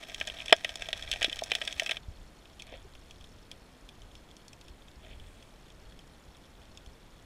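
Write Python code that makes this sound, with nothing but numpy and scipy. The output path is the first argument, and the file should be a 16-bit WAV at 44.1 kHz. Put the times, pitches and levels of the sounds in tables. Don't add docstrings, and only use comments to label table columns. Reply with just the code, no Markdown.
import sys
import numpy as np
from scipy import signal
from scipy.fft import rfft, irfft
from scipy.io import wavfile

SR = 44100
rng = np.random.default_rng(int(sys.argv[2]) if len(sys.argv) > 2 else 0)


def unload_audio(sound):
    columns = np.transpose(np.atleast_2d(sound))
    steps = np.round(np.clip(columns, -1, 1) * 32767)
    wavfile.write(sys.argv[1], SR, steps.astype(np.int16))


N = 319725

# (frequency [Hz], bandwidth [Hz], gain [dB])
CASE_MODES = [(241, 220, -5), (480, 149, -7.5), (648, 97, 8.5), (980, 68.4, -14.5), (1270, 150, -3.5),
              (1625, 75, 1.5), (1863, 200, 1.5), (2346, 480, 1), (2550, 88, -11), (3077, 150, 0),
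              (3310, 210, 3), (3554, 73, -10), (4220, 310, -21.5), (4300, 67, -19.5), (5110, 270, -5.5),
              (5310, 180, -8), (6250, 380, -27.5), (7700, 490, -15), (10300, 900, -19.5),
              (12880, 1600, -37)]


def from_db(db):
    return 10 ** (np.asarray(db) / 20)


def unit_rms(x):
    return x / np.sqrt(np.mean(x ** 2) + 1e-20)


def envelope(rows):
    times, db = np.transpose(rows)
    return from_db(np.interp(np.arange(N) / SR, times, db))


def swells(rows):
    t = np.arange(N) / SR
    return np.sqrt(sum(from_db(db - 20 * np.maximum((peak_s - t) / attack, (t - peak_s) / release)) ** 2
                       for peak_s, db, attack, release in rows))


def drift(per_s):
    steps = np.arange(N) / SR * per_s
    return np.interp(steps, np.arange(256), rng.standard_normal(256))


def over_reef(end_s=1.975, fade_s=0.01):
    return np.clip((end_s - np.arange(N) / SR) / fade_s + .5, 0, 1)


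def band(x, low_hz, high_hz, order=3):
    return signal.sosfilt(signal.butter(order, [low_hz, high_hz], "band", fs=SR, output="sos"), x)


def resonance(x, hz, width_hz):
    radius = np.exp(-np.pi * width_hz / SR)
    zeros = np.array([1, 0, -1]) * (1 - radius ** 2) / 2
    poles = [1, -2 * radius * np.cos(2 * np.pi * hz / SR), radius ** 2]
    return signal.lfilter(zeros, poles, x + 1e-18)


def noise(spectrum):
    hz, db = np.transpose(spectrum)
    bin_hz = np.arange(N // 2 + 1) * SR / N
    gain = from_db(np.interp(np.log(bin_hz + 1), np.log(hz), db))
    return unit_rms(irfft(rfft(rng.standard_normal(N)) * gain, N))


def pulses(per_s, smear_s):
    sizes = from_db(3.5 * np.minimum(rng.exponential(1, N), 3.5))
    fired = rng.random(N) < per_s / SR
    power = signal.lfilter([1], [1, -np.exp(-2 / (smear_s * SR))], fired * sizes ** 2 + 1e-18)
    return np.sqrt(power) * rng.standard_normal(N)


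def case(pressure, wall_cutoff_hz=12700):
    modes = sum(from_db(db) * resonance(pressure, hz, width) for hz, width, db in CASE_MODES)
    return signal.sosfilt(signal.butter(2, wall_cutoff_hz, fs=SR, output="sos"), modes + 1e-18)


def water(flow_db, eddy_db, eddies_per_s, hiss_db):
    # (time [s], relative level [dB])
    flow_levels = [(0.0, -58), (0.36, -57.5), (2.3, -58.5), (2.6, -61.5), (3.23, -58.5), (3.59, -63.5),
                   (4.93, -58), (5.11, -56.5), (5.77, -60.5), (7.25, -59.5)]
    # (frequency [Hz], relative spectral density [dB])
    flow_spectrum = [(15, -4), (25, -2), (40, 0.5), (65, -4.5), (100, -9), (160, -27), (300, -34.5),
                     (1000, -70.5)]
    hiss_spectrum = [(60, -12), (130, 3.5), (300, -0.5), (600, -4.5), (1000, -8), (2000, -12),
                     (3400, -15.5), (4700, -20), (6700, -23.5), (9500, -26), (10700, -27), (12000, -29.5),
                     (14800, -31.5), (15600, -57.5)]
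    flow_gain = envelope(flow_levels) * from_db(flow_db + eddy_db * drift(eddies_per_s))
    return flow_gain * noise(flow_spectrum) + from_db(hiss_db) * noise(hiss_spectrum)


def bumps(swell_cycles):
    # (time [s], peak level [dB], frequency [Hz], time to fall 60 dB [s])
    events = [(1.28, -35.5, 310, 0.024), (1.371, -43, 39.7, 0.077), (1.421, -24.5, 660, 0.025),
              (1.749, -46.5, 70, 0.14), (2.083, -31.5, 68, 0.04), (2.2, -47.5, 38, 0.16),
              (2.726, -36.5, 552, 0.0066), (2.739, -40.5, 544, 0.042), (2.848, -51, 396, 0.065),
              (3.821, -47, 37.7, 0.21), (4.699, -45, 52, 0.094), (4.96, -45, 60, 0.11),
              (5.21, -42, 36, 0.045), (6.278, -46, 56.7, 0.095), (6.869, -40, 48.4, 0.068)]
    out = np.zeros(N)
    for start_s, db, hz, t60 in events:
        at = int(start_s * SR)
        t = np.arange(min(N - at, SR // 4)) / SR
        rise = 1 - np.exp(-t * hz / swell_cycles)
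        wave = np.sin(2 * np.pi * hz * t) * from_db(-60 * t / t60) * rise
        out[at:at + len(t)] += from_db(db) * wave / np.abs(wave).max()
    return out


def far_ticks(reef_db, shallow_db, lone_db, sway_db, sways_per_s):
    # (frequency [Hz], bandwidth [Hz], relative level [dB])
    rings = [(3386, 430, 1), (4330, 71, -6), (5350, 400, -5), (6830, 750, -6.5), (8580, 980, -12.5),
             (10450, 480, -12)]
    crowd = sum(from_db(db) * unit_rms(resonance(pulses(per_s=120, smear_s=0.0014), hz, width))
                for hz, width, db in rings)
    lone_pulses = pulses(per_s=10, smear_s=.0012)
    lone = sum(from_db(db) * unit_rms(resonance(lone_pulses, hz, width)) for hz, width, db in rings)
    gain_db = shallow_db + (reef_db - shallow_db) * over_reef() - sway_db * drift(sways_per_s)
    return from_db(gain_db) * unit_rms(band(crowd + from_db(lone_db) * lone, 2600, 11000, order=2))


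def grit(body_db):
    # (peak time [s], level [dB], time to rise 20 dB [s], time to fall 20 dB [s])
    scrape_swells = [(2.68, -60.5, 0.13, 0.18), (2.74, -47, 0.065, 0.054), (5.05, -57.5, .06, 0.16),
                     (5.115, -54, 0.037, 0.074), (5.25, -67.5, .2, 1.0)]
    fizz_swells = [(5.3, -71.5, 0.52, 0.46)]
    rung = case(pulses(per_s=1000, smear_s=0.00049))
    rasp = unit_rms(band(rung, 1880, 3500, order=2))
    body = from_db(body_db) * unit_rms(band(rung, 380, 770, order=2))
    fizz = unit_rms(resonance(pulses(per_s=2600, smear_s=.001), hz=8100, width_hz=1900))
    return swells(scrape_swells) * (rasp + body) + swells(fizz_swells) * fizz


def colony(reef_db, shallow_db, direct_db):
    # (time [s], relative level [dB])
    crackle_levels = [(0.0, -52), (0.17, -49.5), (0.344, -47), (0.66, -51), (1.218, -47), (1.8, -47.5)]
    rung = band(case(pulses(per_s=450, smear_s=0.0032)), 460, 7500, order=1)
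    direct = band(pulses(per_s=45, smear_s=.001), 9500, 15000, order=1)
    gain = from_db(reef_db) * envelope(crackle_levels) * over_reef() + from_db(shallow_db)
    return gain * (unit_rms(rung) + from_db(direct_db) * unit_rms(direct))


def snaps(echo_db, echo_s, tail_db, tail_s, ring_db, crack_db, fizz_db, through_db, body_drop_hz):
    # (time [s], level [dB], ring frequency [Hz], relative thud [dB], relative treble [dB])
    events = [(0.0352, -45, 3330, -28, -13), (0.0961, -45.5, 2730, -11, -9), (0.1449, -37.5, 2850, -28, -7),
              (0.2002, -44, 2940, -15, -1.5), (0.2117, -29, 2150, -12.5, -23),
              (0.2725, -39.5, 2700, -18, -3), (0.2775, -38.5, 2620, -6.5, -19),
              (0.2848, -47, 2970, -13, -7), (0.2988, -37.5, 2610, -13, -19), (0.3684, -47, 2780, -11, -15),
              (0.3867, -43.5, 3020, -14, -21), (0.4027, -39, 2810, -17, -26), (0.4191, -41, 2390, -16, -28),
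              (0.459, -44, 2840, -16, -4.5), (0.4814, -35.5, 3030, -41, -14), (0.4954, -40, 2690, -7, -15),
              (0.5067, -38, 3300, -21, -18), (0.564, -50, 2720, -14, 1), (0.646, -27, 2720, -12, -13.5),
              (0.6919, -37, 3170, -12, -13.5), (0.7562, -41, 3540, -5.5, -1),
              (0.821, -34.5, 2610, -12.5, -12), (0.858, -44, 2600, -19, -26),
              (0.8868, -37.5, 3170, -2.5, -10.5), (0.9293, -28.5, 3180, -14.5, -16),
              (0.9757, -47, 3180, -14, -4.5), (1.0249, -39.5, 2980, -35, -11.5),
              (1.0756, -42.5, 3000, -16, -24), (1.1145, -29.5, 2900, -22, -5.5),
              (1.1284, -31, 3070, -28, -25), (1.1366, -35, 2660, -12, -12), (1.1593, -40, 2410, -5.5, -14),
              (1.2112, -38, 2920, -8, -11), (1.2185, -30, 2100, -6, -25), (1.2277, -26.5, 3000, -21, -10),
              (1.2442, -22.5, 3460, -13, -15), (1.2583, -37, 3030, -23, -23),
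              (1.297, -37.5, 3040, -23, -13), (1.3278, -32.5, 3000, -28, -16.5),
              (1.359, -49, 3160, -23, 0.5), (1.3902, -37.0, 3140, -31, -8), (1.4369, -44.0, 3080, -25, 6.5),
              (1.5085, -40, 3130, -17, -17), (1.5175, -24.0, 2840, -12.5, -15),
              (1.5342, -40, 2850, -32, -26), (1.5514, -27.5, 3100, -18.5, -10),
              (1.615, -31.5, 2610, -12, -19), (1.6205, -38.5, 2620, -9.5, -13),
              (1.6512, -45, 2670, -21, -1.5), (1.6761, -30, 3160, -20, -12), (1.7093, -44, 3110, -23, -14),
              (1.7262, -39, 3120, -20, -6.5), (1.7828, -59, 2930, -23, -15),
              (1.7968, -25, 2600, -22.5, -10.5), (1.8204, -41, 2260, 5, -16), (1.8327, -47, 3040, -11, 1),
              (1.862, -32.5, 2940, -16, -11.5), (1.871, -40, 3070, -26, -20),
              (1.8933, -30.0, 2660, -13.5, -17), (1.9098, -30, 2930, -20, -11.5),
              (1.9159, -29.5, 2900, -14, -18), (1.9295, -59, 3060, -28, -6),
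              (1.9691, -36.5, 2610, -15, -17.5), (2.4551, -56.0, 3250, -9.5, -13.5),
              (2.5975, -46.5, 2910, -23, -11), (2.6036, -50, 2920, -17, -16),
              (2.6212, -47, 2830, -14, -4.5), (2.9519, -55.5, 2800, -8.5, -7.5),
              (3.109, -51, 2970, -17.5, -6), (3.2099, -55.5, 3270, -6, -11), (3.2414, -53.5, 3500, -18, -9),
              (3.5141, -45.0, 2940, -16, -5), (3.8895, -51.0, 3334, -19.5, -8),
              (4.0188, -56.5, 3440, -13, -5.5), (4.1526, -54, 3465, -24, -4), (4.3667, -61, 3160, -11, 5),
              (4.4811, -67.5, 3280, -4, 14.5), (4.531, -56.0, 2770, -19, 1.5), (4.6119, -58, 3140, -12, -1),
              (4.6823, -55, 3280, -12, -3.5), (4.8829, -57.5, 3210, -15.5, -9.5),
              (5.1981, -54, 3140, -15, -13), (5.4253, -57, 3210, -11, -6), (5.7024, -58, 3410, -16.5, -7),
              (5.9222, -61, 3160, -1, -9), (5.991, -55.5, 3217, -10.5, -5.5),
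              (6.3529, -63.5, 2900, -4, -14.5), (6.6167, -61.5, 3210, -12, -7),
              (6.7736, -51.5, 3140, -24.5, -2), (6.8615, -59.5, 3130, -11, -1)]
    # (level [dB], lower cutoff [Hz])
    low_cutoffs = [(-53, 2470), (-29.5, 1300)]
    # (level [dB], bandwidth [Hz])
    ring_widths = [(-54, 1300), (-34, 2200)]
    t = np.arange(int(SR * .06)) / SR
    scatter = from_db(echo_db) * np.exp(-t / echo_s) + from_db(tail_db) * np.exp(-t / tail_s)
    arrivals = rng.standard_normal((len(events), len(t))) * scatter
    arrivals[:, 0] += 1
    rung = case(arrivals)
    thuds = band(rung, 340, 1200, order=2)
    cracks = band(rung, 4500, 6700)
    fizzes = band(rung + from_db(through_db) * arrivals, 7100, 15500)
    out = np.zeros(N + len(t))
    for k, (start_s, db, hz, thud_db, treble_db) in enumerate(events):
        low_hz = np.interp(db, *np.transpose(low_cutoffs))
        width = np.interp(db, *np.transpose(ring_widths))
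        ring = resonance(band(rung[k], low_hz, 3940), hz, width)
        ring = resonance(ring, hz - body_drop_hz, width)
        parts = np.array([thuds[k], ring, cracks[k], fizzes[k]])
        parts /= np.sqrt(np.mean(parts[:, t < .01] ** 2, axis=1, keepdims=True))
        nearness_db = 0.043 * (db + 42)
        parts_db = np.array([thud_db, ring_db, treble_db + crack_db, treble_db + fizz_db + nearness_db])
        at = int(start_s * SR)
        out[at:at + len(t)] += from_db(db + parts_db) @ parts
    return out[:N]


def knock(start_s, ring_db, push_db, skirt_widths, tilt_db_per_octave):
    landing_db, attack_s = -14.5, 0.002395
    release_s, chatter_s, chatter_db = 0.0042, 0.049, -19.5
    push_hz, push_width_hz = 433, 220
    at, length = int(start_s * SR), SR // 10
    t = np.arange(length) / SR - attack_s
    rise = from_db(-landing_db * t / attack_s)
    fall = from_db(-60 * t / release_s) + from_db(chatter_db - 60 * t / chatter_s)
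    drive = np.where(t < 0, rise, fall)
    rung = np.zeros(length)
    for hz, width, mode_db in CASE_MODES:
        force = resonance(drive * rng.standard_normal(length), hz, skirt_widths * width)
        gain = from_db(mode_db + tilt_db_per_octave * np.log2(hz)) * np.sqrt(width)
        rung += gain * unit_rms(resonance(force, hz, width))
    rung = band(rung, 380, 8000, order=2)
    rung /= np.sqrt(np.sum(rung ** 2) / (.01 * SR))
    push = resonance(signal.unit_impulse(length), push_hz, push_width_hz)
    push = resonance(push, push_hz, skirt_widths * push_width_hz)
    out = np.zeros(N)
    out[at:at + length] = from_db(ring_db) * rung + from_db(push_db) * push / np.abs(push).max()
    return out


def scene():
    mix = snaps(echo_db=-11.0, echo_s=0.0022, tail_db=-27.5, tail_s=.009, ring_db=-0.37,
                crack_db=-0.36, fizz_db=-7.0, through_db=-22.5, body_drop_hz=600)
    mix += colony(reef_db=-1.14, shallow_db=-77.5, direct_db=-25.0)
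    mix += far_ticks(reef_db=-70, shallow_db=-68.5, lone_db=-9.5, sway_db=1.1, sways_per_s=0.67)
    mix += grit(body_db=-3)
    mix += knock(start_s=0.5252, ring_db=-10, push_db=-10, skirt_widths=4.4, tilt_db_per_octave=-0.55)
    mix += bumps(swell_cycles=0.52)
    mix += water(flow_db=3.5, eddy_db=2.5, eddies_per_s=5, hiss_db=-58)
    return mix[None]


def record(dry):
    return signal.sosfilt(signal.ellip(10, .1, 80, 15700, fs=SR, output="sos"), np.clip(dry, -1, 1))


dry = scene()
out = record(dry)
unload_audio(out)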